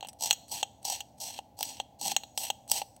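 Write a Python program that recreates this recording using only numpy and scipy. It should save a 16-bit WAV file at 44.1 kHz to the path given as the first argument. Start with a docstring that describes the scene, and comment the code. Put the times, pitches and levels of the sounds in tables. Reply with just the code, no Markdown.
"""Razor blade scraping a banknote

A razor blade scrapes a banknote on a stone top in eight quick strokes, close to the microphone.
The edge catches with a bright tick, paper fibres snag and ring the thin steel, and the blade knocks
on the stone as each stroke ends. A small hard room answers faintly over a low background rumble."""
import sys
import numpy as np
from scipy import signal
from scipy.fft import rfft, irfft
from scipy.io import wavfile
from scipy.ndimage import uniform_filter1d

SR = 44100
rng = np.random.default_rng(int(sys.argv[2]) if len(sys.argv) > 2 else 0)


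def unload_wav(signal):
    """Save mono or channel-first audio to the path in sys.argv[1] as 16-bit WAV at rate SR, clipped to [-1, 1]."""
    wavfile.write(
        sys.argv[1],
        SR,
        np.round(np.clip(np.atleast_2d(signal).T, -1, 1) * 32767).astype(np.int16),
    )


N = 132300
TOP_HZ = 16100  # upper limit of the treble


def amp(db):
    """Turns decibels into a gain."""
    return 10 ** (np.asarray(db) / 20)


def unit_rms(x):
    """Scales a sound to an average (rms) level of 1."""
    return x / np.sqrt(np.mean(x ** 2) + 1e-20)


def unit_burst(x):
    """Scales a short sound to the energy of 5 ms at rms 1."""
    return x * np.sqrt(.005 * SR / np.sum(x ** 2))


def curve_at(points, hz):
    """Reads between the points of a table, on a log frequency scale."""
    f, value = np.transpose(points)
    return np.interp(np.log(hz + 1), np.log(f + 1), value)


def place(events):
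    """Mixes (start time, sound) pairs into one track."""
    track = np.zeros(N)
    for start, sound in events:
        part = track[max(round(start * SR), 0):][:len(sound)]
        part += sound[:len(part)]
    return track


def causal(log_gain):
    """Turns a two-sided spectrum of log gains into a ring that follows its trigger."""
    return np.fft.ifft(np.exp(signal.hilbert(log_gain).conj())).real[:len(log_gain) // 2]


# The tone of the background: f/Hz, relative level/dB
RUMBLE_COLOUR = [(22, -29.5), (42, -16.5), (70, -1.5), (115, -0.5), (170, -7.5), (280, -3), (380, -18.5),
                 (600, -6), (830, -2), (1200, -34.5), (3100, -31.5), (9000, -42.5), (16000, -35)]
def background(level_db=-58.5):
    """Steady low rumble with a trace of hiss."""
    gain = amp(curve_at(RUMBLE_COLOUR, np.fft.rfftfreq(N, 1 / SR)))
    return amp(level_db) * unit_rms(irfft(rfft(rng.standard_normal(N)) * gain, N))


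# The notes the steel rings at: f/Hz, width/Hz, boost/dB
BLADE_RESONANCES = [(2790, 300, 8), (3200, 380, 7), (4230, 450, 7), (5400, 200, 4), (5840, 200, 13),
                    (6260, 140, 6), (6650, 150, 10), (7990, 210, 16), (8290, 190, 10), (8950, 500, 7),
                    (11400, 400, 5), (12700, 800, 6), (14400, 600, 5), (15550, 400, 6)]
# Narrow dips between those notes: f/Hz
BLADE_DIPS = [5050, 6420, 7220, 10100, 13900]
def blade_ring(*colours, favoured=(), favour_db=5.5, favour_width_hz=410, dip_db=-2):
    """The blade's ring after one tiny tug; the point of contact can favour one range of pitch."""
    hz = abs(np.fft.fftfreq(4096, 1 / SR))
    peaks = sum((amp(db) ** 2 - 1) / (1 + (2 * (hz - f) / width) ** 2) ** 2
                for f, width, db in BLADE_RESONANCES)
    shape_db = sum(curve_at(colour, hz) for colour in colours)
    shape_db += sum(dip_db * np.exp(-((hz / f - 1) / .02) ** 2) for f in BLADE_DIPS)
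    shape_db += sum(favour_db * np.exp(-((hz - f) / favour_width_hz) ** 2) for f in favoured)
    ring = causal(np.log(amp(shape_db)) + .5 * np.log(np.maximum(1 + peaks, .1)))
    return ring / np.linalg.norm(ring)


def contact_force(t, fade, rise_s=.0003):
    """A burst of tiny random pushes, evened out so that it stirs all the blade's notes alike."""
    force = rng.choice([-1, 1], len(t)) * np.minimum(t / rise_s, 1) * fade
    power = uniform_filter1d(abs(np.fft.fft(force)) ** 2, 15, mode="wrap")
    return signal.fftconvolve(force, causal(-.5 * np.log(power + 1e-12)))


def band(x, lo_hz, hi_hz, order):
    """Keeps the sound between two frequencies."""
    return signal.sosfilt(signal.butter(order, [lo_hz, hi_hz], "band", fs=SR, output="sos"), x)


# The dull thud of the pinched blade on stone: f/Hz, relative level/dB, time to fade 60 dB/s
THUD_NOTES = [(795, 13, 0.022), (633, 8.5, .014), (588, -13, 0.0053)]
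# Where the clack, ring and tick ranges begin: f/Hz
CLICK_BANDS = [960, 4390, 11500]
def click(colour, thud_db, clack_db, ring_db, tick_db, decay_s, favoured_hz):
    """A short buzzing contact rings the steel over a dull thud."""
    t = np.arange(2048) / SR
    rattle = amp(-24.5) * np.exp(-t / 0.0086)
    force = contact_force(t, np.exp(-t / decay_s) + rattle)
    steel = signal.fftconvolve(force, blade_ring(colour, favoured=[favoured_hz]))[:len(t)]
    thud = sum(amp(db - 60 * t / t60) * np.sin(2 * np.pi * hz * t) for hz, db, t60 in THUD_NOTES)
    thud *= np.minimum(t / 0.0027, 1)
    edges = [*CLICK_BANDS, TOP_HZ]
    parts = [thud] + [band(steel, lo, hi, order=6) for lo, hi in zip(edges, edges[1:])]
    return sum(amp(db) * unit_burst(part) for db, part in zip((thud_db, clack_db, ring_db, tick_db), parts))


# The tone of a knock: f/Hz, relative level/dB
STONE_COLOUR = [(1300, -12), (1850, -6), (2250, -8), (2750, 2.5), (4300, 1.5), (5100, -3), (6600, 8),
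                (7700, 5), (9500, -15.5), (15500, -11)]
# Knocks: t/s, thud/dB, clack/dB, ring/dB, tick/dB, decay/s, favoured f/Hz
STONE_KNOCKS = [(.0075, -51.5, -44, -49.5, -61, 0.00086, 4260),
                (.0272, -35.5, -40, -50, -67, 0.00017, 2980), (.048, -41, -43, -55, -61, 0.00014, 2870),
                (.3087, -30.5, -16, -20, -30.5, 0.001, 4360),
                (.328, -44.5, -33.5, -26.5, -39, 0.0037, 6860), (.6286, -27, -25, -28, -46, 0.0018, 3350),
                (1.005, -45.5, -35, -38, -46.5, 0.0019, 3010),
                (1.3893, -33.5, -39.5, -45, -60, 0.00092, 2850),
                (1.7997, -30, -30, -37.5, -55, 0.002, 3250), (2.1643, -30, -21.5, -21, -34.5, 0.001, 6750),
                (2.235, -44, -40, -48, -57, 0.0018, 4170),
                (2.5013, -27.5, -25.5, -29.5, -40.5, 0.0029, 3180),
                (2.817, -30, -38.5, -49, -67, 0.0019, 2830)]
def knocks():
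    """The blade knocks on the stone."""
    return place((start, click(STONE_COLOUR, *row)) for start, *row in STONE_KNOCKS)


def snap(ring, decay_s=0.002):
    """A clump of paper fibres lets go of the edge at once."""
    t = np.arange(2048) / SR
    return unit_burst(signal.fftconvolve(contact_force(t, np.exp(-t / decay_s)), ring))


# The tone of a flick: f/Hz, relative level/dB
LIGHT_COLOUR = [(2000, -8.5), (7500, -6.5), (9300, 3), (11500, -9)]
# Flicks: t/s, level/dB
PAPER_FLICKS = [(.071, -47), (.131, -52.5), (.482, -53), (.829, -52.5), (1.184, -59), (2.678, -50.5),
                (2.964, -54)]
def flicks():
    """The paper flicks lightly against the blade between strokes."""
    ring = blade_ring(LIGHT_COLOUR)
    return place((start, amp(db) * snap(ring)) for start, db in PAPER_FLICKS)


# The tone of a catch: f/Hz, relative level/dB
EDGE_COLOUR = [(1300, -20), (2200, -11.5), (3000, -6), (5100, 3), (6400, -9.5), (10000, -6), (15500, 0.5)]
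# Catches: t/s, thud/dB, clack/dB, ring/dB, tick/dB, decay/s, favoured f/Hz
EDGE_CATCHES = [(.0855, -48, -43.5, -39, -54, 0.0052, 7800),
                (1.5895, -42.5, -49.5, -40.5, -45.5, 0.0023, 4700),
                (1.608, -33, -36.5, -33, -41, 0.0011, 4940), (1.6286, -43, -28, -27.5, -30, 0.0007, 5000),
                (2.3758, -34.5, -28.5, -26.5, -38, 0.0021, 4900),
                (2.7156, -30.5, -27, -18, -23.5, 0.001, 7930)]
def catches():
    """The edge catches on the paper with a bright tick."""
    return place((start, click(EDGE_COLOUR, *row)) for start, *row in EDGE_CATCHES)


def fibre_drag(t, fibres_per_s=11000, spread_db=2.7, slips_per_s=210, slip_s=0.002):
    """Tiny fibres snap past the edge, harder in uneven jerks as it sticks and slips."""
    fibres = (rng.random(len(t)) < fibres_per_s / SR) * rng.choice([-1, 1], len(t))
    fibres = fibres * amp(spread_db * np.minimum(rng.exponential(1, len(t)), 4))
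    gaps, sizes = rng.standard_normal((2, 60))
    age = t[:, None] - t[0] - np.cumsum(np.exp(0.7 * gaps)) / slips_per_s
    jerks = ((age > 0) * np.exp(-abs(age) / slip_s + 0.47 * sizes)).sum(1)
    return unit_rms(fibres * (1 + 0.8 * jerks))


# The tone of steel on paper: f/Hz, relative level/dB
PAPER_COLOUR = [(40, -40), (200, -16.5), (370, -16.5), (620, 0), (800, 11.5), (960, 4), (1100, -16.5),
                (1300, -28), (1900, -23), (2250, -18.5), (2800, -10), (4600, -0.5), (7400, -1),
                (10200, -9.5), (12400, -6), (15500, -11)]
# How that tone dulls as the blade tilts: f/Hz, change/dB
TILT_COLOUR = [(900, -5), (1800, 15), (3000, 6.5), (5500, -4), (14000, -6.5)]
# Strokes: bite t/s, length/s, level/dB, pressure peak/fraction of length, sag/dB,
# finger rub/dB, brush before the bite/relative dB, extra sizzle/dB
SCRAPE_STROKES = [(0.216, 0.12, -33, 0.42, -21.5, -61, -10, -1.5),
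                  (0.513, 0.096, -33, 0, -11.5, -60, -11, 1.5),
                  (0.844, 0.17, -33.5, 0.53, -23.5, -65, -24, -1.5),
                  (1.2, 0.18, -37, 0.13, -13, -77, -20, -0.5), (1.597, 0.21, -41, 0.45, -16, -63, -6.5, -1),
                  (2.016, 0.13, -33, 0.78, -21.5, -52.5, -12.5, -.5),
                  (2.374, 0.11, -34, 0.45, -10.5, -70, -22, 4.5),
                  (2.708, 0.11, -31, 0.59, -15.5, -62.5, -11, 1.5)]
def strokes(brush_s=0.029, bite_s=.004, release_s=0.0082, build_db=-3.5, skid_db=7, skid_s=0.0061):
    """The edge brushes the paper, bites and scrapes; the pressure builds and sags as the tone dulls."""
    t = np.arange(int(.3 * SR)) / SR - brush_s
    events = []
    for start, length, level_db, peak, sag_db, rub_db, brush_db, sizzle_db in SCRAPE_STROKES:
        progress = np.clip(t / length, 0, 1)
        peak = np.clip(peak, .01, .95)
        build = build_db * np.maximum(1 - progress / peak, 0)
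        sag = sag_db * (np.maximum(progress - peak, 0) / (1 - peak)) ** 1.07
        skid = skid_db * np.exp(-(1 - progress) * length / skid_s)  # digs in again just before the end
        pressure = amp(build + sag + skid)
        contact = np.clip(t / bite_s, 0, 1) * np.exp(-np.maximum(t - length, 0) / release_s)
        brush = amp(brush_db) * (t < bite_s) * np.sqrt(abs(1 + t / brush_s))
        drag = fibre_drag(t) * pressure * (contact + brush)
        sizzle = [(6750, 0), (10800, sizzle_db)]  # f/Hz, change/dB
        fresh = blade_ring(PAPER_COLOUR, sizzle, favoured=[rng.uniform(4000, 5300)])
        dull = blade_ring(PAPER_COLOUR, sizzle, TILT_COLOUR)
        scrape = signal.fftconvolve(drag * (1 - progress), fresh)
        scrape += signal.fftconvolve(drag * progress, dull)
        fingers = unit_rms(band(rng.standard_normal(len(t)), 141, 337, order=2))
        rub = fingers * contact * np.sqrt(pressure)  # the fingers drag along with the blade
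        events.append((start - brush_s, amp(level_db) * scrape[:len(t)] + amp(rub_db) * rub))
    return place(events)


# Snags: t/s, level/dB
PAPER_SNAGS = [(.2085, -36), (.2235, -29), (.2365, -27.5), (.2455, -32), (.2585, -28.5), (.3028, -35.5),
               (.851, -30), (.8995, -29), (.922, -32), (1.212, -39), (2.013, -32.5), (2.0605, -31.5),
               (2.0705, -31.5), (2.080, -27.5), (2.117, -32), (2.698, -36)]
def snags():
    """The edge snags on the paper during a stroke."""
    ring = blade_ring(PAPER_COLOUR)
    return place((start, amp(db) * snap(ring)) for start, db in PAPER_SNAGS)


# How long the room rings: f/Hz, time to fade 60 dB/s
ROOM_FADE = [(300, 0.47), (800, 0.42), (3000, 0.37), (4400, 0.62), (7000, 0.56), (15000, 0.45)]
def room(x, level_db=-23, rise_s=0.0044):
    """Echoes blur into a faint tail, each range of pitch dying at its own speed."""
    hz, t, noise = signal.stft(rng.standard_normal(SR), SR, nperseg=256)
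    fade = amp(-60 * t / curve_at(ROOM_FADE, hz)[:, None])
    tail = signal.istft(noise * fade, SR, nperseg=256)[1]
    tail *= np.minimum(np.arange(len(tail)) / SR / rise_s, 1)
    return amp(level_db) * signal.fftconvolve(x, tail / np.linalg.norm(tail))[:N]


def scene():
    """All the blade's sounds, their echo and the rumble, in one channel."""
    blade = strokes() + catches() + knocks() + snags() + flicks()
    return (blade + room(blade) + background())[None]


def record(dry):
    """Cuts off the very highest treble."""
    low_pass = signal.firwin(511, TOP_HZ, window=("kaiser", 9), fs=SR)
    return signal.oaconvolve(dry, low_pass[None], "same")


dry = scene()
out = record(dry)
unload_wav(out)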